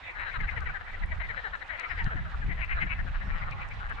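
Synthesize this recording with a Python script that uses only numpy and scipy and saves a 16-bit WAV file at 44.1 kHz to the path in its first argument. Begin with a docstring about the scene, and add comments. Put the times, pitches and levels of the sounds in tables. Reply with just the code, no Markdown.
"""Marsh frogs croak in quick, overlapping runs in the reeds to the left of a small boat on a calm lake.
Each croak is a short train of pulses from the larynx (voice box) that ring a vocal sac.
Behind them are a far frog chorus, thin bird chirps, a water bird's falling cries and a faint low call.
The lake hisses softly, light gusts rumble on the microphone and the fishing gear ticks now and then."""
import sys
import numpy as np
from scipy import signal
from scipy.io import wavfile

SR = 44100
rng = np.random.default_rng(int(sys.argv[2]) if len(sys.argv) > 2 else 0)


def int16_out(signal):
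    """Quantize to a 16-bit WAV file."""
    q = np.round(np.clip(np.atleast_2d(signal).T, -1, 1) * 32767)
    wavfile.write(sys.argv[1], SR, q.astype(np.int16))


N = 176400   # 4 seconds
TIME = np.arange(N) / SR


def from_db(db):
    """Turn decibels into a number to multiply a sound by."""
    return 10 ** (np.asarray(db) / 20)


def rms_one(x):
    """Scale a sound so that its average strength (rms) is 1."""
    return x / np.sqrt(np.mean(x ** 2) + 1e-20)


def pan(db):
    """Gains for the two ears: positive dB leans left, negative leans right."""
    return rms_one(from_db(np.array([[db], [-db]]) / 2))


def at_hz(points, hz):
    """Read between the rows of a frequency table, with octaves evenly spaced."""
    freqs, values = np.transpose(points)
    return np.interp(np.log(hz), np.log(freqs), values)


def drift(rate):
    """A smooth random wander of about 1 either way; a higher rate wanders faster."""
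    r = np.exp(-80 * np.pi * rate / SR)
    slow = signal.lfilter([1], [1, -2 * r, r * r], rng.standard_normal(N // 40 + 2002))[2000:]
    return np.interp(np.arange(N) / 40, np.arange(len(slow)), rms_one(slow))


def band_noise(low, high, alike):
    """Noise between two frequencies; alike is 0 for unrelated ears, 1 for the same in both."""
    band = signal.butter(2, [low, high], "band", fs=SR, output="sos")
    mid, side = signal.sosfilt(band, rng.standard_normal((2, N)))
    return np.sqrt(1 + alike) * mid + np.sqrt(1 - alike) * side * [[1], [-1]]


def add(out, sound, start_s):
    """Mix a stereo sound in at a given time."""
    i = int(start_s * SR)
    a, b = max(i, 0), min(i + sound.shape[1], N)
    if b > a:
        out[:, a:b] += sound[:, a - i:b - i]


def shore_echo(sound, fade_s=0.24, build_s=0.0086):
    """Reeds and banks scatter a soft, dying echo, unrelated at the two ears."""
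    t = np.arange(SR) / SR
    tail = rng.standard_normal((2, SR)) * from_db(-60 * t / fade_s) * (1 - np.exp(-t / build_s))
    tail /= np.sqrt(np.sum(tail[0] ** 2))
    return signal.fftconvolve(sound[:1], tail, axes=1)[:, :N]


# The tone of the lake's hiss. Each row: frequency in Hz, relative level in dB.
LAKE_TONE = [(140, -2), (250, -1.5), (400, -2.5), (750, 6), (1800, 4.5), (3000, -2.5), (4350, -14),
             (5200, -27), (6500, -26), (9000, -30.5), (11000, -46.5)]
# How alike the hiss is in both ears. Each row: frequency in Hz, likeness from 0 to 1.
LAKE_LIKENESS = [(300, 0), (1000, 0.68), (8000, 0)]

def lake_wash(flicker_db=3):
    """The steady wash of distant shore and water: bands of noise that each flicker a little."""
    edges = 250 * 2 ** np.arange(0, 5.6, .5)   # half an octave apart
    out = 0
    for low, high in zip(edges, edges[1:]):
        hz = np.sqrt(low * high)
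        gain = from_db(at_hz(LAKE_TONE, hz) + flicker_db * drift(22))
        out += gain * band_noise(low, high, at_hz(LAKE_LIKENESS, hz))
    return from_db(-49.5) * pan(-5) * rms_one(out)


# The strength of the wind. Each row: time in seconds, relative level in dB.
GUSTS = [(0.0, -55), (0.2, -45), (0.33, -47), (0.39, -30), (0.46, -31), (0.49, -37), (0.62, -34.5),
         (0.86, -49.5), (1.05, -33), (1.54, -49), (1.86, -51.5), (1.92, -39), (2.07, -28), (2.1, -39.5),
         (2.16, -31), (2.29, -37.5), (2.51, -30), (2.57, -34.5), (2.62, -33.5), (2.65, -37.5), (3.0, -31.5),
         (3.16, -37), (3.29, -31.5), (3.7, -39.5), (3.74, -34), (3.87, -41), (3.92, -32.5), (4.0, -42)]
# The tone of the rumble. Each row: frequency in Hz, relative level in dB.
WIND_TONE = [(12, -31), (20, 6.5), (38, 2), (58, 0), (114, -11.5), (203, -19.5), (348, -52), (400, -32),
             (520, -62), (880, -120)]
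# How alike it is in both ears. Each row: frequency in Hz, likeness from 0 to 1.
WIND_LIKENESS = [(30, 0.49), (250, 0.088)]
# Where it sits. Each row: frequency in Hz, lean to the left in dB.
WIND_PAN = [(50, 0), (150, 0.5), (400, 24)]

def wind(flicker_db=3.5, swing_per_octave=0.043):
    """Wind makes a lumpy rumble on the microphone; stronger gusts reach higher frequencies."""
    gust_db = np.interp(TIME, *np.transpose(GUSTS))
    swing_db = gust_db - np.percentile(gust_db, 75)
    edges = 18 * 2 ** np.arange(0, 4.6, .5)
    calm, gusty = 0, 0
    for low, high in zip(edges, edges[1:]):
        hz = np.sqrt(low * high)
        gain = from_db(at_hz(WIND_TONE, hz) + flicker_db * drift(11.3))
        band = gain * pan(at_hz(WIND_PAN, hz)) * band_noise(low, high, at_hz(WIND_LIKENESS, hz))
        octaves_up = max(np.log2(hz / 50), 0)
        calm += band
        gusty += band * from_db(swing_per_octave * swing_db * octaves_up)
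    return from_db(1.5 + gust_db) * gusty / np.std(calm)


# Short puffs of air. Each row: middle in seconds, length in seconds, level in dB.
PUFFS = [(0.413, 0.014, -34.5), (2.073, 0.019, -32), (2.153, 0.026, -33), (2.489, 0.099, -33.5),
         (2.843, 0.051, -36.5)]

def air_puffs():
    """Sudden swirls of air thump softly on the microphone."""
    out = np.zeros((2, N))
    rumble = rms_one(band_noise(83.4, 170.7, alike=0.067))
    for middle, length, db in PUFFS:
        out += from_db(db) * np.exp(-(2 * (TIME - middle) / length) ** 2) * rumble
    return pan(9.6) * out


# The loudness of a faint, low call. Each row: time in seconds, level in dB.
CALL_LEVEL = [(3.2, -56), (3.42, -50.5), (3.5, -48.5), (3.62, -45.5), (3.7, -61), (3.85, -51.5)]
# Its two tones. Each row: frequency in Hz, width in Hz, relative level in dB.
CALL_TONES = [(825, 102, -1.5), (1130, 140, 0.66)]

def distant_call():
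    """A far call, blurred by distance into two narrow bands of noise."""
    tones = sum(from_db(db) * rms_one(band_noise(hz - width / 2, hz + width / 2, alike=0))
                for hz, width, db in CALL_TONES)
    return from_db(np.interp(TIME, *np.transpose(CALL_LEVEL), left=-100)) * rms_one(tones)


# A water bird's cries. Each row: start and length in seconds, first and last pitch in Hz,
# relative level in dB.
CRIES = [(0.179, .13, 1040, 848, -46.5), (1.973, 0.08, 1038, 853, -43.5)]

def water_bird(harmonics_db=(1, 5, -10)):
    """Clear, falling cries far to the right: tones at one, two and three times the pitch."""
    out = np.zeros((2, N))
    for start, length, first_hz, last_hz, db in CRIES:
        n = int(length * SR)
        phase = 2 * np.pi * np.cumsum(np.linspace(first_hz, last_hz, n)) / SR
        cry = sum(from_db(level) * np.sin(k * phase) for k, level in enumerate(harmonics_db, 1))
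        add(out, from_db(db) * pan(-20) * np.hanning(n) * cry, start)
    return out


# A far bird's chirps. Each row: start and length in seconds, first and last pitch in Hz,
# relative level in dB.
CHIRPS = [(0, 0.1, 3790, 3360, -50.5), (1.876, .05, 5350, 4980, -56), (1.954, .06, 5100, 4820, -61),
          (3.2, 0.115, 5300, 5240, -66), (3.33, .12, 5100, 4830, -66)]

def chirping_bird(warble_hz=150):
    """Each thin chirp is one tone that warbles as it slides down."""
    out = np.zeros((2, N))
    warble = warble_hz * drift(120)
    for start, length, first_hz, last_hz, db in CHIRPS:
        n = int(length * SR)
        hz = np.linspace(first_hz, last_hz, n) + np.roll(warble, -int(start * SR))[:n]
        chirp = np.hanning(n) * np.sin(2 * np.pi * np.cumsum(hz) / SR)
        add(out, from_db(db) * pan(-1) * chirp, start)
    return out


# Ticks of the gear. Each row: start in seconds, relative level in dB, brightness in dB per octave.
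TICKS = [(.197, -64, 28), (.41, -56, -15), (.606, -51.5, -13), (1.06, -59, 20), (1.797, -41, -6),
         (2.043, -46.5, -17), (2.648, -56, 16), (3.511, -49, -12), (3.688, -52.5, 11), (3.897, -59, 29)]
# The tones a tick rings. Each row: frequency in Hz, relative level in dB, seconds to fade by 60 dB.
GEAR_TONES = [(4500, 5, 0.0038), (5400, 2, 0.0045), (6270, -2.5, 0.0068), (7850, -4, 0.0074),
              (9030, -5.5, 0.0074)]

def fishing_gear(build_s=0.00044, softness_hz=8040):
    """Small, hard knocks on the rod and reel ring briefly, to the right."""
    out = np.zeros((2, N))
    t = np.arange(SR // 20) / SR
    for start, db, bright_db in TICKS:
        ring = 0
        for hz, level, fade_s in GEAR_TONES:
            tone_db = level + bright_db * np.log2(hz / 6500) + 2 * rng.normal()
            ring += from_db(tone_db - 60 * t / fade_s) * np.sin(2 * np.pi * hz * t)
        add(out, from_db(db + 4.5) * pan(-19.5) * ring * (1 - np.exp(-t / build_s)), start)
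    return signal.sosfilt(signal.butter(2, softness_hz, fs=SR, output="sos"), out + 1e-18)


# The tones a frog's vocal sac rings. Each row: multiple of the sac pitch, width in Hz (wider dies
# sooner), relative level in dB, share of the croak's brightness, share of its lean to the left.
SAC_TONES = [(0.502, 447, -10.5, 0.21, 0.86), (0.758, 383, -6, 0.29, 1), (1.002, 187.5, 0.5, 0, 1),
             (1.2, 400, -12, 0.85, 1)]
# The throat's tone. Each row: frequency in Hz, then the same last four columns.
THROAT_TONES = [(2840, 490, -19, 0.9, 0.47)]
NASAL_HZ, NASAL_WIDTH_HZ, NASAL_BAND_HZ = 3947.5, 232, (3450, 4350)   # a high buzz in the voice
VOICE_BAND_HZ = (447, 3166)   # a small sac gives off little bass; rounded pulses hold little treble
RATE_SAG_PER_S, PITCH_SAG_PER_S = 6.5, 0.65   # pulses slow and pitch falls as the air runs out
SWELL_SHARE, FADE_SHARE = 0.45, 0.35   # shares of the croak's length
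PULSE_JITTER, PULSE_SPREAD_DB, TONE_SPREAD_DB = .032, 2.3, 2.5   # random unevenness

def croak(length, rate_hz, sac_hz, bright_db=0, nasal_db=-26, left_db=0):
    """Slowing pulses swell and fade, each ringing the sac and throat; the result is three lengths long."""
    t = np.arange(int(3 * length * SR)) / SR - 1.5 * length   # zero is the croak's middle
    timing_luck, strength_luck, sag_luck = rng.standard_normal((3, 160))
    sag = 1 + .25 * np.clip(sag_luck[0], -2, 2)   # some croaks droop more than others
    cycles = np.cumsum(rate_hz * np.exp(-sag * RATE_SAG_PER_S * t)) / SR
    pulse_s = np.interp(np.cumsum(1 + PULSE_JITTER * timing_luck) - rng.random(), cycles, t)
    pulse_s = pulse_s[abs(pulse_s) < length]
    slope_s = length * np.where(pulse_s < 0, SWELL_SHARE, FADE_SHARE)
    swell = np.exp(-abs(pulse_s / slope_s) ** 3 / 2)   # a higher power starts and stops more abruptly
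    push = swell * from_db(PULSE_SPREAD_DB * strength_luck[:len(pulse_s)])
    age = np.arange(SR // 90) / SR   # time since a pulse
    pulse_samples = ((pulse_s - t[0]) * SR).astype(int)
    ring_samples = (pulse_samples[:, None] + np.arange(len(age))).ravel()

    def ringing(tones, band_hz):
        """Every pulse rings these tones; their sum is filtered and brought to a standard level."""
        rings = 0
        for k, (hz, width, db, bright_share, left_share) in enumerate(tones):
            ear_gains = from_db([[[0]], [[-left_share * left_db]]])
            gain = from_db(db + bright_share * bright_db + TONE_SPREAD_DB * rng.normal())
            ring = np.exp(-np.pi * width * age) * np.sin(2 * np.pi * hz * age)
            rings = rings + (-1) ** k * ear_gains * gain * ring * push[:, None]
        ears = np.array([np.bincount(ring_samples, ear.ravel(), len(t)) for ear in rings])
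        ears = signal.sosfilt(signal.butter(7, band_hz, "band", fs=SR, output="sos"), ears + 1e-18)
        return ears / np.sqrt(np.sum(ears[0] ** 2) / (length * SR) + 1e-20)

    pitch = sac_hz * np.exp(-sag * PITCH_SAG_PER_S * pulse_s)[:, None]
    sac_tones = [(multiple * pitch, *rest) for multiple, *rest in SAC_TONES]
    voice = ringing(sac_tones + THROAT_TONES, VOICE_BAND_HZ)
    buzz = ringing([(NASAL_HZ, NASAL_WIDTH_HZ, 0, 0, 0.3)], NASAL_BAND_HZ)
    return voice + from_db(nasal_db) * buzz


# The loudness of the far chorus. Each row: time in seconds, relative level in dB.
CHORUS_LEVEL = [(0.0, -39.5), (0.41, -43), (0.95, -46.5), (1.7, -45), (1.92, -39), (2.41, -50),
                (2.77, -36.5), (3.14, -52), (3.35, -42), (4.0, -45.5)]

def far_frogs(croaks_per_s=36, spread_db=9.5):
    """Many weaker frogs call at random along the shore, heard only as echoes."""
    out = np.zeros((2, N))
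    count = int(croaks_per_s * N / SR) + 4
    for k, (when, rate, pitch, faintness) in enumerate(rng.random((count, 4))):
        rate_hz = np.interp(rate, [0, 1], [130, 450])
        sac_hz = np.interp(pitch, [0, 1], [1260, 2350])
        gain = from_db(spread_db * (1 - 2 * faintness))
        add(out, gain * croak(.045, rate_hz, sac_hz), (k + when - 2) / croaks_per_s)
    return from_db(np.interp(TIME, *np.transpose(CHORUS_LEVEL)) - 4.5) * rms_one(shore_echo(out))


# The nearby croaks. Each row: middle and length in seconds, pulses per second, sac pitch in Hz,
# then level, brightness, nasal buzz and lean to the left, all in dB.
CROAKS = [(0.106, 0.028, 483, 2100.0, -40, 0, -30.0, 15), (0.182, 0.051, 200.2, 1720, -36, 6.5, -27, 12),
          (0.224, 0.065, 248.3, 1820, -34, 6, -24.5, 17), (0.282, 0.054, 250.0, 1610, -33, 10, -22.0, 21),
          (0.331, 0.038, 448.5, 2120, -38.5, -7, -36, 22), (0.356, 0.036, 334, 1690, -32, 5, -20.5, 33),
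          (0.409, 0.025, 423.5, 2010, -32.0, 2, -33, 23), (0.442, 0.038, 402, 1630, -34, 11.5, -26, 21),
          (0.492, 0.026, 423, 2070, -29, 6.5, -38, 38), (0.528, 0.032, 356.6, 1740, -39.0, 12, -23.5, 10),
          (0.579, 0.03, 453.4, 1930, -31.5, 11, -32.0, 28), (0.625, 0.028, 389, 1440, -36.5, -11, -35, 22),
          (0.669, 0.023, 469.6, 1920, -31.0, 7, -31, 18), (0.698, 0.026, 388.6, 1510, -34, -15, -41, 20),
          (0.762, 0.035, 392, 1710, -32, 4.0, -38, 33), (0.814, 0.012, 248.7, 1700.0, -36.5, -8, -43, 15),
          (0.887, 0.045, 330.0, 1870, -40, 3, -44, 30), (0.948, 0.029, 385.0, 1960, -37, 6, -36.0, 35),
          (1.033, 0.021, 329, 1940, -33.0, 0, -32, 29), (1.124, 0.024, 316, 1950, -32.5, 4.5, -30.0, 18),
          (1.212, 0.025, 333.4, 1990, -32, 8, -26, 23), (1.244, 0.043, 380.0, 2050, -35.5, -5, -39, 10),
          (1.306, 0.032, 442, 1950.0, -31, -3, -29, 14.0), (1.344, 0.04, 149, 1550, -40, 4, -29, 8),
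          (1.386, 0.032, 250.7, 1830.0, -31, 1, -27.5, 11), (1.463, 0.043, 404, 1710, -31, 0, -26.5, 12.5),
          (1.545, 0.028, 347.7, 1720, -30.5, 2, -27.0, 12), (1.623, 0.024, 253, 1860, -35, 5.0, -22, 27),
          (1.706, 0.028, 312.2, 1820, -32.5, 8.0, -27, 21), (1.741, 0.071, 297.3, 2010, -35.5, 8, -52, 14),
          (1.803, 0.037, 323, 1910, -34, 13, -24, 20), (1.848, 0.033, 344, 2110, -32, 10, -43, 14),
          (1.918, 0.04, 356, 1870.0, -30.5, 13, -29.5, 22),
          (2.002, 0.049, 396.7, 1920, -30.5, 10.5, -41, 17), (2.071, 0.034, 347.5, 1695, -34, 7, -29, 16),
          (2.125, 0.043, 221, 1640, -34.5, -6, -37, 3.5), (2.182, 0.04, 351.6, 1730, -35.5, -3, -38, 7),
          (2.264, 0.03, 320.0, 1440.0, -40.5, -12, -38, 28), (2.343, 0.025, 294, 1350, -38.5, -10, -31, 32),
          (2.433, 0.03, 406, 1720, -37.5, -10, -36.0, 11), (2.516, 0.043, 350.3, 1970, -34, 12, -45, 17),
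          (2.601, 0.049, 331, 1870, -37, 14, -31, 23), (2.633, 0.041, 344.3, 2105, -31.0, 9.5, -38, 11.5),
          (2.711, 0.046, 334.3, 1950, -34.5, 12, -34, 8), (2.723, 0.032, 376.4, 2100, -29, 12.5, -37, 10),
          (2.786, 0.037, 330.0, 1480, -36, -13, -25.5, 1.5),
          (2.825, 0.039, 400.4, 2050, -26.5, 14.5, -36, 9),
          (2.875, 0.024, 336.4, 1770, -36.5, 2, -27, 10.0), (2.922, 0.038, 338, 2120, -29.5, 10, -35, 13),
          (3, 0.035, 302.8, 1820, -34.5, -2, -33.0, 24), (3.078, 0.031, 171.2, 1590, -38.5, -6, -27, 23),
          (3.159, 0.038, 231.3, 1630, -37, 4.0, -26, 19), (3.223, 0.031, 267, 1790, -37.0, 4.5, -28, 17),
          (3.299, 0.032, 151.0, 1850, -37, 9, -33, 10.5), (3.369, 0.055, 161.8, 1920, -39, 5.5, -32, 20),
          (3.429, 0.024, 198.3, 2050, -36, 10.5, -36, 13.0), (3.484, 0.03, 169.6, 1300, -37.5, -2, -32, 11),
          (3.528, 0.026, 252.6, 2340, -39, 10.0, -22.5, 8), (3.621, 0.029, 259.5, 2360, -39, -8.0, -24, 8),
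          (3.72, 0.021, 256.6, 2260, -39, -15, -28, 14), (3.821, 0.035, 196.6, 1450, -37.5, 5, -33, 11),
          (3.86, 0.046, 117.2, 1630, -40.5, 0, -31, 5), (3.913, 0.033, 223.9, 1654, -33, 1, -49, 10.0),
          (3.987, 0.027, 222.4, 1390, -37.5, -8.0, -36.0, 29)]

def near_frogs(right_lag_s=.00029):
    """Frogs croak in the reeds on the left, so the right ear hears them weaker and a little later."""
    out = np.zeros((2, N))
    for middle, length, rate_hz, sac_hz, db, bright_db, nasal_db, left_db in CROAKS:
        voice = croak(length, rate_hz, sac_hz, bright_db, nasal_db, left_db)
        add(out, from_db(db) * voice, middle - 1.5 * length)
    return np.array([out[0], np.interp(TIME - right_lag_s, TIME, out[1])])


def scene():
    """Frogs and birds with their echoes, over the lake, the wind and the gear."""
    frogs, chirps = near_frogs(), chirping_bird()
    echoes = from_db(-18) * pan(12.5) * shore_echo(frogs) + from_db(-4) * shore_echo(chirps)
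    ticks = fishing_gear()
    far_voices = far_frogs() + from_db(-5.5) * chirps + water_bird() + distant_call()
    background = lake_wash() + wind() + air_puffs()
    return background + far_voices + ticks + echoes + frogs


def record(dry):
    """A steep filter cuts off the treble above 11000 Hz."""
    return signal.sosfilt(signal.ellip(10, .1, 80, 11000, fs=SR, output="sos"), dry)


dry = scene()
out = record(dry)
int16_out(out)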